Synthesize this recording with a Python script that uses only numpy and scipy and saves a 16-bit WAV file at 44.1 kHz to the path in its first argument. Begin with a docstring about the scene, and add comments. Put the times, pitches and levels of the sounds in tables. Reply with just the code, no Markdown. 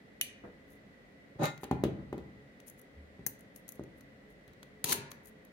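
"""A metal film camera is handled on a wooden table, then its shutter fires: the release snaps, gears whirr,
the curtains chatter against their stop and the mirror bounces. Before that a base button snaps, the lens
rim skids in stick-slip, the body is set down, ringing table and barrel, and the rewind crank folds shut.
Fittings tick and fingers slide in between. A faint fan-like hum fills the small, echoing room."""
import sys
import numpy as np
from scipy import signal
from scipy.fft import rfft, irfft, next_fast_len
from scipy.io import wavfile
from scipy.ndimage import uniform_filter1d

SR = 44100
rng = np.random.default_rng(int(sys.argv[2]) if len(sys.argv) > 2 else 0)


def output_pcm(signal):
    """Save a mono or channel-first signal as 16-bit PCM at the path in sys.argv[1].

    Samples are clipped to [-1, 1] before scaling.
    """
    pcm = np.clip(np.atleast_2d(signal).T, -1, 1) * 32767
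    wavfile.write(sys.argv[1], SR, np.round(pcm).astype(np.int16))


N = 243431


def amp(db):
    """dB to gain."""
    return 10 ** (np.asarray(db) / 20)


def unit(x):
    """x at rms 1."""
    return x / np.sqrt(np.mean(x ** 2) + 1e-20)


def unit_hit(x):
    """x at the energy of 3 ms at rms 1, per channel."""
    return x / np.sqrt(np.sum(x ** 2, axis=-1, keepdims=True) / (.003 * SR) + 1e-20)


def along(points, hz):
    """(f/Hz, value) points read on a log axis."""
    f, v = np.transpose(points)
    return np.interp(np.log(hz + 1), np.log(f + 1), v)


def clock(size):
    """Sample times in s."""
    return np.arange(size) / SR


def swell(start_s, attack_s, hold_s, fall_db_per_s):
    """Envelope: rise, hold, decay."""
    t = clock(N) - start_s
    return np.clip(t / attack_s, 0, 1) ** 2 * amp(-fall_db_per_s * np.maximum(t - attack_s - hold_s, 0))


def add(track, s, x):
    """Mix x into track at time s."""
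    part = track[:, round(s * SR):][:, :x.shape[-1]]
    part += x[..., :part.shape[1]]


def panned(x, left_db):
    """Left channel left_db above the right."""
    return x * amp([[left_db / 2], [-left_db / 2]])


def filtered(x, response):
    """x through a complex frequency response."""
    n = x.shape[-1]
    m = 2 * next_fast_len(n)
    return irfft(rfft(x, m) * response(np.fft.rfftfreq(m, 1 / SR)), m)[..., :n]


def coloured(x, tone):
    """Minimum-phase filter through (f/Hz, gain/dB) points."""
    def response(hz):
        cepstrum = irfft(np.log(amp(along(tone, hz))))
        cepstrum[1:len(hz) - 1] *= 2
        cepstrum[len(hz):] = 0
        return np.exp(rfft(cepstrum))
    return filtered(x, response)


def resonate(x, modes):
    """x through parallel (f/Hz, width/Hz, gain/dB) resonators."""
    def response(f):
        return sum(amp(db) * 1j * f * width / (hz * hz - f * f + 1j * f * width)
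                   for hz, width, db in modes)
    return filtered(x, response)


def ringing(modes, rise_s, size=16384):
    """Damped (f/Hz, level/dB, t60/s) sines, random phases."""
    t = clock(size)
    hz, db, t60 = np.transpose(modes)[..., None]
    phase = rng.uniform(0, 2 * np.pi, hz.shape)
    partials = amp(db - 60 * t / t60) * np.sin(2 * np.pi * hz * t + phase)
    return partials.sum(axis=0) * (1 - np.exp(-t / rise_s))


# f/Hz, left-right correlation
CORRELATION = [(100, 0.85), (300, 0.92), (600, 0.36), (1200, -0.23), (2500, -0.1), (8000, -0.1)]


def noise(size):
    """Stereo white noise: alike in the bass, nearly unrelated in the treble."""
    def mid_side_gains(hz):
        angle = np.arccos(np.clip(along(CORRELATION, hz), -1, 1)) / 2
        return np.array([np.cos(angle), np.sin(angle)])
    mid, side = filtered(rng.standard_normal((2, size)), mid_side_gains)
    return np.array([mid + side, mid - side])


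def snap(tone, t60_s, rise_s, size=4096):
    """Brief chatter of metal parts: a coloured noise burst."""
    t = clock(size)
    burst = noise(size) * amp(-60 * t / t60_s) * (1 - np.exp(-t / rise_s)) ** 2
    return unit_hit(coloured(burst, tone))


# Air spectrum: f/Hz, level/dB
AIR_TONE = [(15, -49), (25, -16.5), (43, -3), (114, -8), (145, 0), (170, -6.5), (200, 1), (363, -8),
            (416, -7.5), (695, -12), (911, -21), (1940, -14), (2350, -22.5), (4140, -28.5), (16000, -80.5)]
# Fan resonances: f/Hz, width/Hz, level/dB
FAN_MODES = [(197.1, 11, -3.5), (280.3, 5.4, -1.5), (424.9, 7, -3), (520.5, 40, -8), (1957.5, 62, -9.5)]


def background():
    """Steady room air and the resonant hum of a fan."""
    air = amp(-59.5) * unit(coloured(noise(N), AIR_TONE))
    fan = amp(-61.5) * unit(resonate(noise(N), FAN_MODES))
    return air + fan


# Room decay: f/Hz, t60/s
ECHO_DECAY = [(100, 1.17), (260, 0.35), (700, 0.65), (1840, 0.93), (3000, 0.41), (4850, 0.42),
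              (12800, 0.14)]
# Echo spectrum: f/Hz, level/dB
ECHO_TONE = [(80, -1.5), (300, 0), (800, -7.5), (2800, -5.5), (6000, -10.5), (14000, -6.5)]


def room(x):
    """Diffuse stereo echo of the left channel; treble dies first."""
    hz, t, spectrum = signal.stft(noise(size=32768), SR, nperseg=256)
    t60 = along(ECHO_DECAY, hz)[:, None]
    fade = amp(along(ECHO_TONE, hz)[:, None] - 60 * t / t60)
    fade *= np.sqrt(2 * np.log(1000) / (t60 * SR))  # energy independent of t60
    tail = signal.istft(spectrum * fade, SR, nperseg=256)[1]
    tail *= np.clip(clock(tail.shape[1]) / .0058, 0, 1) ** 2  # walls answer late
    return signal.fftconvolve(x[:1], tail, axes=1)[:, :N]


# Shading of the right side: f/Hz, left over right/dB
LEFT_EXCESS = [(700, 0), (1800, 1.5), (4500, 5), (8000, 9), (13000, 4.5)]


def direct_path(x, right_lag_s=.00013):
    """The camera's sound reaches the left sooner and brighter."""
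    side = np.array([[.5], [-.5]])
    def response(hz):
        return amp(side * along(LEFT_EXCESS, hz)) * np.exp(2j * np.pi * hz * side * right_lag_s)
    return filtered(x, response)


def shudder():
    """The shifting body judders at the table's lowest resonance."""
    envelope = swell(start_s=2.945, attack_s=.027, hold_s=.014, fall_db_per_s=110)
    return amp(-51) * envelope * unit(np.sin(2 * np.pi * 75 * clock(N)))


# Rub spectrum: f/Hz, level/dB
RUB_TONE = [(60, -11), (150, 2.5), (280, -0.5), (480, 0.5), (700, -5.5), (1000, -12.5), (1700, -11),
            (3000, -40), (8000, -51)]


def drag():
    """The body shifts on the table: a short, cushioned rub."""
    envelope = swell(start_s=.431, attack_s=.0089, hold_s=.014, fall_db_per_s=300)
    return amp(-46) * envelope * unit(coloured(noise(N), RUB_TONE))


# Fitting and case spectra: f/Hz, level/dB
FITTING_TONE = [(2000, -39.5), (5000, -14), (6500, -2.5), (8000, -11), (10000, 0), (12400, 1.5),
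                (14000, -9), (16000, -1)]
CASE_KNOCK_TONE = [(400, -14), (1100, 0.5), (2800, -4.5), (3500, -4.5), (4400, -4.5), (5200, -14.5),
                   (6400, -6.5), (9000, -22), (16000, -30.5)]


def tick(case_db):
    """A fitting's bright tick and its knock through the case."""
    fitting = snap(FITTING_TONE, t60_s=.017, rise_s=.00037)
    return fitting + amp(case_db) * snap(CASE_KNOCK_TONE, t60_s=.017, rise_s=.0005)


# Finger slides: centre t/s, half length/s, level/dB
FINGER_SLIDES = [(0.722, 0.033, -67.5), (1.621, 0.011, -64), (2.682, 0.015, -57.5), (2.792, 0.013, -65),
                 (3.395, .008, -67), (3.57, 0.016, -60.5), (3.757, 0.012, -67), (3.983, 0.016, -74),
                 (4.311, 0.019, -73.5), (5.109, 0.0047, -60), (5.268, 0.024, -62)]


def fingers(snags_per_s=70, snag_db=6):
    """Skin slides over the fittings: grainy hiss, random snags."""
    pressure = sum(amp(db) * np.exp(-((clock(N) - s) / half_s) ** 2) for s, half_s, db in FINGER_SLIDES)
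    grain = amp(3.5 * unit(uniform_filter1d(rng.standard_normal(N), size=90)))
    hiss = pressure * unit(coloured(noise(N) * grain, FITTING_TONE))
    snags = pressure * (rng.random(N) < snags_per_s / SR)
    return hiss + amp(snag_db) * signal.fftconvolve(snags[None], tick(case_db=-10.5), axes=1)[:, :N]


# Ticks: t/s, level/dB, case re tick/dB
FITTING_TICKS = [(1.5767, -60.5, 8.5), (1.6404, -46.5, 1), (2.6009, -60, 4.5), (2.681, -44.5, -25),
                 (2.698, -46.5, -26), (2.815, -55, -27), (3.4074, -56.5, -8), (3.5604, -45, -16),
                 (3.6802, -46.5, -13), (3.6894, -38, -18), (3.721, -44.5, -22), (3.8362, -61, 0),
                 (4.008, -59, -0.5), (4.533, -68, 4), (4.6291, -55.5, 7), (5.1155, -45, 0),
                 (5.2573, -51, -16), (5.4493, -59, -10)]


def fittings():
    """Strap rings, dials and levers tick as the hands move."""
    out = np.zeros((2, N))
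    for s, db, case_db in FITTING_TICKS:
        add(out, s, amp(db) * tick(case_db))
    return out


# Wood thud spectrum: f/Hz, level/dB
THUD_TONE = [(30, -39.5), (70, -4.5), (140, -4.5), (300, -5.5), (480, -2.5), (900, -7), (1500, -8),
             (3000, -8.5), (8000, -25)]
# Table top and hollow lens barrel: f/Hz, width/Hz, level/dB
TABLE_MODES = [(74.5, 4.6, -4), (160, 32, -2.5), (227.4, 25, -18), (286, 51, -1.5), (370, 30, -4),
               (400.5, 31, 3), (565, 27, 2), (650, 33, -12), (800, 11, -12.5), (1206, 13, 5),
               (1333, 40, -25.5)]
BARREL_MODES = [(776, 48, -0.5), (836, 16, 1), (968, 85, -7.5), (1210, 21, -19), (1384, 6.1, -4.5),
                (1784, 57, -7), (2070, 15, -2), (2430, 14, -5)]


def bump(contact_hz, barrel_db):
    """One push rings table and barrel; softer contacts are duller and move the table more."""
    u = 2 * np.pi * 2.23 * contact_hz * clock(size=16384)
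    push = -u ** 2 * np.exp(-u)
    thud = amp(-9.5) * unit_hit(coloured(push, THUD_TONE))
    rocking = amp(-9.5) * unit_hit(resonate(push, [(contact_hz, contact_hz / 5, 0)]))
    table_db = -8 - 2.5 * np.log2(contact_hz / 200)
    table = amp(table_db) * unit_hit(resonate(push, TABLE_MODES))
    barrel = amp(barrel_db + 5.5) * unit_hit(resonate(np.diff(push, prepend=0), BARREL_MODES))
    return thud + rocking + table + barrel


# Skidding lens on the table: f/Hz, width/Hz, level/dB
SKID_MODES = [(157, 27, -4), (311, 89, -7), (580, 45, -2), (796, 130, -6), (1222, 16, -2.5), (1412, 11, -3),
              (1807, 28, -5.5), (2094, 7.2, -1.5), (2500, 52, -10), (3410, 42, -15), (3850, 84, -2),
              (4400, 140, -41), (6630, 99, -3), (7810, 35, -32)]
SKID_S, GRIP_S, PUSH_S = 1.3793, .016, .046  # start, then two durations
SLIP_HZ, SLIP_TOP_HZ, SLIP_OCTAVES_PER_S = 230, 2200, 47


def skid(growth_db_per_s=170):
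    """The rim sticks and slips on the wood; quicker slips reach higher resonances."""
    gripped_s = SKID_S + GRIP_S
    def cutoff_hz(s):
        octaves = np.clip(SLIP_OCTAVES_PER_S * (s - gripped_s), 0, np.log2(SLIP_TOP_HZ / SLIP_HZ))
        return SLIP_HZ * 2 ** octaves
    force = amp(-24.5 + growth_db_per_s * np.minimum(clock(N) - gripped_s - PUSH_S, 0))
    force *= swell(SKID_S, GRIP_S, PUSH_S, fall_db_per_s=275)
    hz, t, spectrum = signal.stft(noise(N), SR, nperseg=256)
    spectrum /= np.sqrt(1 + (hz[:, None] / cutoff_hz(t)) ** 3)
    slips = signal.istft(spectrum, SR, nperseg=256)[1][:, :N]
    slips *= force / np.sqrt(cutoff_hz(clock(N)) / (SR / 2))  # power independent of cutoff
    bass_cut = signal.butter(2, 100, "highpass", fs=SR, output="sos")  # too small to radiate bass
    slips = signal.sosfilt(bass_cut, slips)
    return amp(-11.5) * slips + amp(5) * resonate(slips, SKID_MODES)


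# Lens rim: f/Hz, level/dB, t60/s
RIM_MODES = [(3720, -2.5, 0.21), (3970, -7, 0.21), (6600, -14, 0.17), (6870, -13, 0.17), (12400, 1, 0.079)]
# Catches on the wood: t/s, level/dB
RIM_CATCHES = [(1.433, -42.5), (1.4408, -42), (1.4549, -36)]


def rim():
    """The body tips onto the lens; the thin rim ticks and sings where it catches."""
    out = np.zeros((2, N))
    add(out, SKID_S - .022, amp(-41.5) * bump(contact_hz=129, barrel_db=-26.5))
    for s, db in RIM_CATCHES:
        add(out, s, amp(db) * tick(case_db=1.5))
        ring = np.array([ringing(RIM_MODES, rise_s=.00071), ringing(RIM_MODES, rise_s=.0014)])
        add(out, s, amp(db - 7) * ring)
    return out


# Body on table: t/s, level/dB, contact f/Hz, relative barrel level/dB, relative rattle level/dB
BODY_KNOCKS = [(1.633, -34, 400, -8.5, -17.5), (1.712, -19, 254, -11, -30),
               (1.8372, -16.5, 334, -32.5, -25.5), (2.128, -27, 355, -15.5, -33.5),
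               (2.179, -33, 302, -28, -28), (3.193, -40, 173, -24, -39), (3.7947, -31, 319, -31, -41),
               (4.478, -49.5, 130, -26.5, -15)]
# Loose parts: f/Hz, level/dB
LOOSE_TONE = [(400, -17), (1200, -0.5), (3300, -4.5), (5000, -15.5), (16000, -35)]


def knocks(reflection_s=.0152, reflection_db=-4.5, reflection_pitch=.666):
    """The body knocks, its case clicks, parts rattle; a softer, duller early room reflection follows."""
    out = np.zeros((2, N))
    for s, db, contact_hz, barrel_db, rattle_db in BODY_KNOCKS:
        add(out, s, amp(db) * bump(contact_hz, barrel_db))
        add(out, s, amp(db + rattle_db) * tick(case_db=3))
        add(out, s, amp(db + rattle_db + 4) * snap(LOOSE_TONE, t60_s=.13, rise_s=.002))
        reflection = bump(reflection_pitch * contact_hz, barrel_db - 7.5)
        add(out, s + reflection_s, amp(db + reflection_db) * reflection)
    return out


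# Button snaps: t/s, level/dB
BUTTON_SNAPS = [(0.2116, -15.5)]
# Snap spectrum: f/Hz, level/dB
BUTTON_SNAP_TONE = [(300, -38.5), (1600, -25.5), (2150, -6.5), (3300, -15), (4200, -4), (5200, -15),
                    (6200, 0.5), (7500, -11.5), (8400, -7), (9200, -1.5), (10000, -5), (10800, 4.5),
                    (12200, -6.5), (13500, -7), (16000, -11.5)]
# Base plate: f/Hz, level/dB, t60/s
PLATE_MODES = [(2580, -2.5, .025), (2764, -1.5, .025), (2930, 0, 0.045), (3010, -10, 0.032),
               (3250, -11, .025)]


def button():
    """The base button springs out; the plate rings, mostly on the right."""
    out = np.zeros((2, N))
    for s, db in BUTTON_SNAPS:
        ring = unit_hit(ringing(PLATE_MODES, rise_s=.0011))
        ping = unit_hit(ringing([(2730, 0, .0034)], rise_s=.00046))
        plate = amp(db - 12) * ring + amp(db - 14) * ping
        add(out, s, amp(db - 9) * snap(BUTTON_SNAP_TONE, t60_s=.013, rise_s=.0003))
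        add(out, s + .0012, panned(plate, left_db=-6.5))
    return out


# Crank folds: t/s, level/dB
CRANK_FOLDS = [(3.264, -17.5)]
# Fold spectrum: f/Hz, level/dB
FOLD_TONE = [(400, -18), (2000, -13), (3200, -22.5), (5200, -17.5), (6300, 3.5), (7400, -14.5), (8400, -11),
             (9400, -1.5), (11000, -11), (11900, 2), (13500, -4.5), (16000, -3)]


def crank():
    """The rewind crank snaps into its knob, rebounds once and nudges the body."""
    out = np.zeros((2, N))
    for s, db in CRANK_FOLDS:
        add(out, s, amp(db - 6) * snap(FOLD_TONE, t60_s=.0096, rise_s=.00058))
        add(out, s + .0048, amp(db - 13) * snap(FOLD_TONE, t60_s=.018, rise_s=.00047))
        add(out, s, amp(db - 21.5) * bump(contact_hz=197, barrel_db=-22))
    return out


# Gear train: f/Hz, level/dB
WHIRR_TONE = [(60, -31.5), (140, -8), (400, 1.5), (660, -13), (950, 5.5), (1300, -16), (2100, -11),
              (2800, -5), (3500, -9), (4100, -2.5), (5200, -11.5), (6500, -4.5), (7900, -15), (11000, -7.5),
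              (15500, -16)]
RELEASE_S, CURTAIN_START_S, CURTAIN_STOP_S = 4.8419, .033, .078  # curtain times after release


def gears():
    """Gears idle from the release, spin up with the curtains, then run out."""
    idle = amp(-42) * swell(RELEASE_S, attack_s=.014, hold_s=CURTAIN_STOP_S, fall_db_per_s=400.5)
    run = amp(-33.5) * swell(RELEASE_S + CURTAIN_START_S, attack_s=.017, hold_s=.022, fall_db_per_s=1201.5)
    teeth = amp(2.3 * unit(uniform_filter1d(rng.standard_normal(N), size=50)))
    return np.hypot(idle, run) * unit(coloured(noise(N) * teeth, WHIRR_TONE))


# Shutter impacts: f/Hz, level/dB
CLACK_TONE = [(300, -21), (650, -12.5), (1000, -11), (1700, -6.5), (2300, -10), (2850, -10), (3450, -12.5),
              (4400, -7), (5200, -15), (6500, -7.5), (7900, -13.5), (9500, -5.5), (12500, -9.5),
              (15500, -12)]
RELEASE_DB, CURTAIN_DB, STOP_DB = -24, -38.5, -27.5
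CHATTER_S, CHATTER_GROWTH_DB = .0023, 1.5
BOUNCE_S, BOUNCE_LOSS_DB = .02, 8


def shutter(chatters=4, bounces=2):
    """The release trips, curtains run and chatter on their stop, the mirror bounces, the body recoils."""
    out = gears()
    stop_s = RELEASE_S + CURTAIN_STOP_S
    add(out, RELEASE_S, amp(RELEASE_DB) * snap(CLACK_TONE, t60_s=.019, rise_s=.0006))
    curtain = [(RELEASE_S + CURTAIN_START_S, CURTAIN_DB)]
    chatter = [(stop_s + k * CHATTER_S, STOP_DB + k * CHATTER_GROWTH_DB) for k in range(chatters)]
    mirror = [(stop_s + k * BOUNCE_S, STOP_DB - k * BOUNCE_LOSS_DB) for k in range(1, bounces + 1)]
    for s, db in curtain + chatter + mirror:
        add(out, s, amp(db) * snap(CLACK_TONE, t60_s=.028, rise_s=.00033))
    recoil = bump(contact_hz=150, barrel_db=-23.5)
    add(out, RELEASE_S + .00324, amp(-35.5) * recoil)
    add(out, stop_s + .006, amp(-35) * bump(contact_hz=380, barrel_db=-13.5))
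    add(out, stop_s + .064, amp(-37.5) * recoil)  # body settles
    return out


def scene():
    """Camera sounds, direct and echoed, over the background."""
    # signal, echo send/dB
    sources = [(button(), 2.5), (crank(), -1), (fittings(), -1), (shutter(), 1), (knocks(), .5),
               (skid() + rim(), -11.5), (fingers() + drag(), -3.5)]
    direct = direct_path(sum(x for x, _ in sources))
    echo = sum(amp(send_db) * room(x) for x, send_db in sources)
    return direct + panned(echo, left_db=1) + shudder() + background()


def record(dry, low_hz=40, top_hz=15950):
    """Bass cut and steep upper band limit."""
    lean = signal.sosfilt(signal.butter(4, low_hz, "highpass", fs=SR, output="sos"), dry)
    return filtered(lean, lambda hz: 1 / np.sqrt(1 + (hz / top_hz) ** 240))


dry = scene()
out = record(dry)
output_pcm(out)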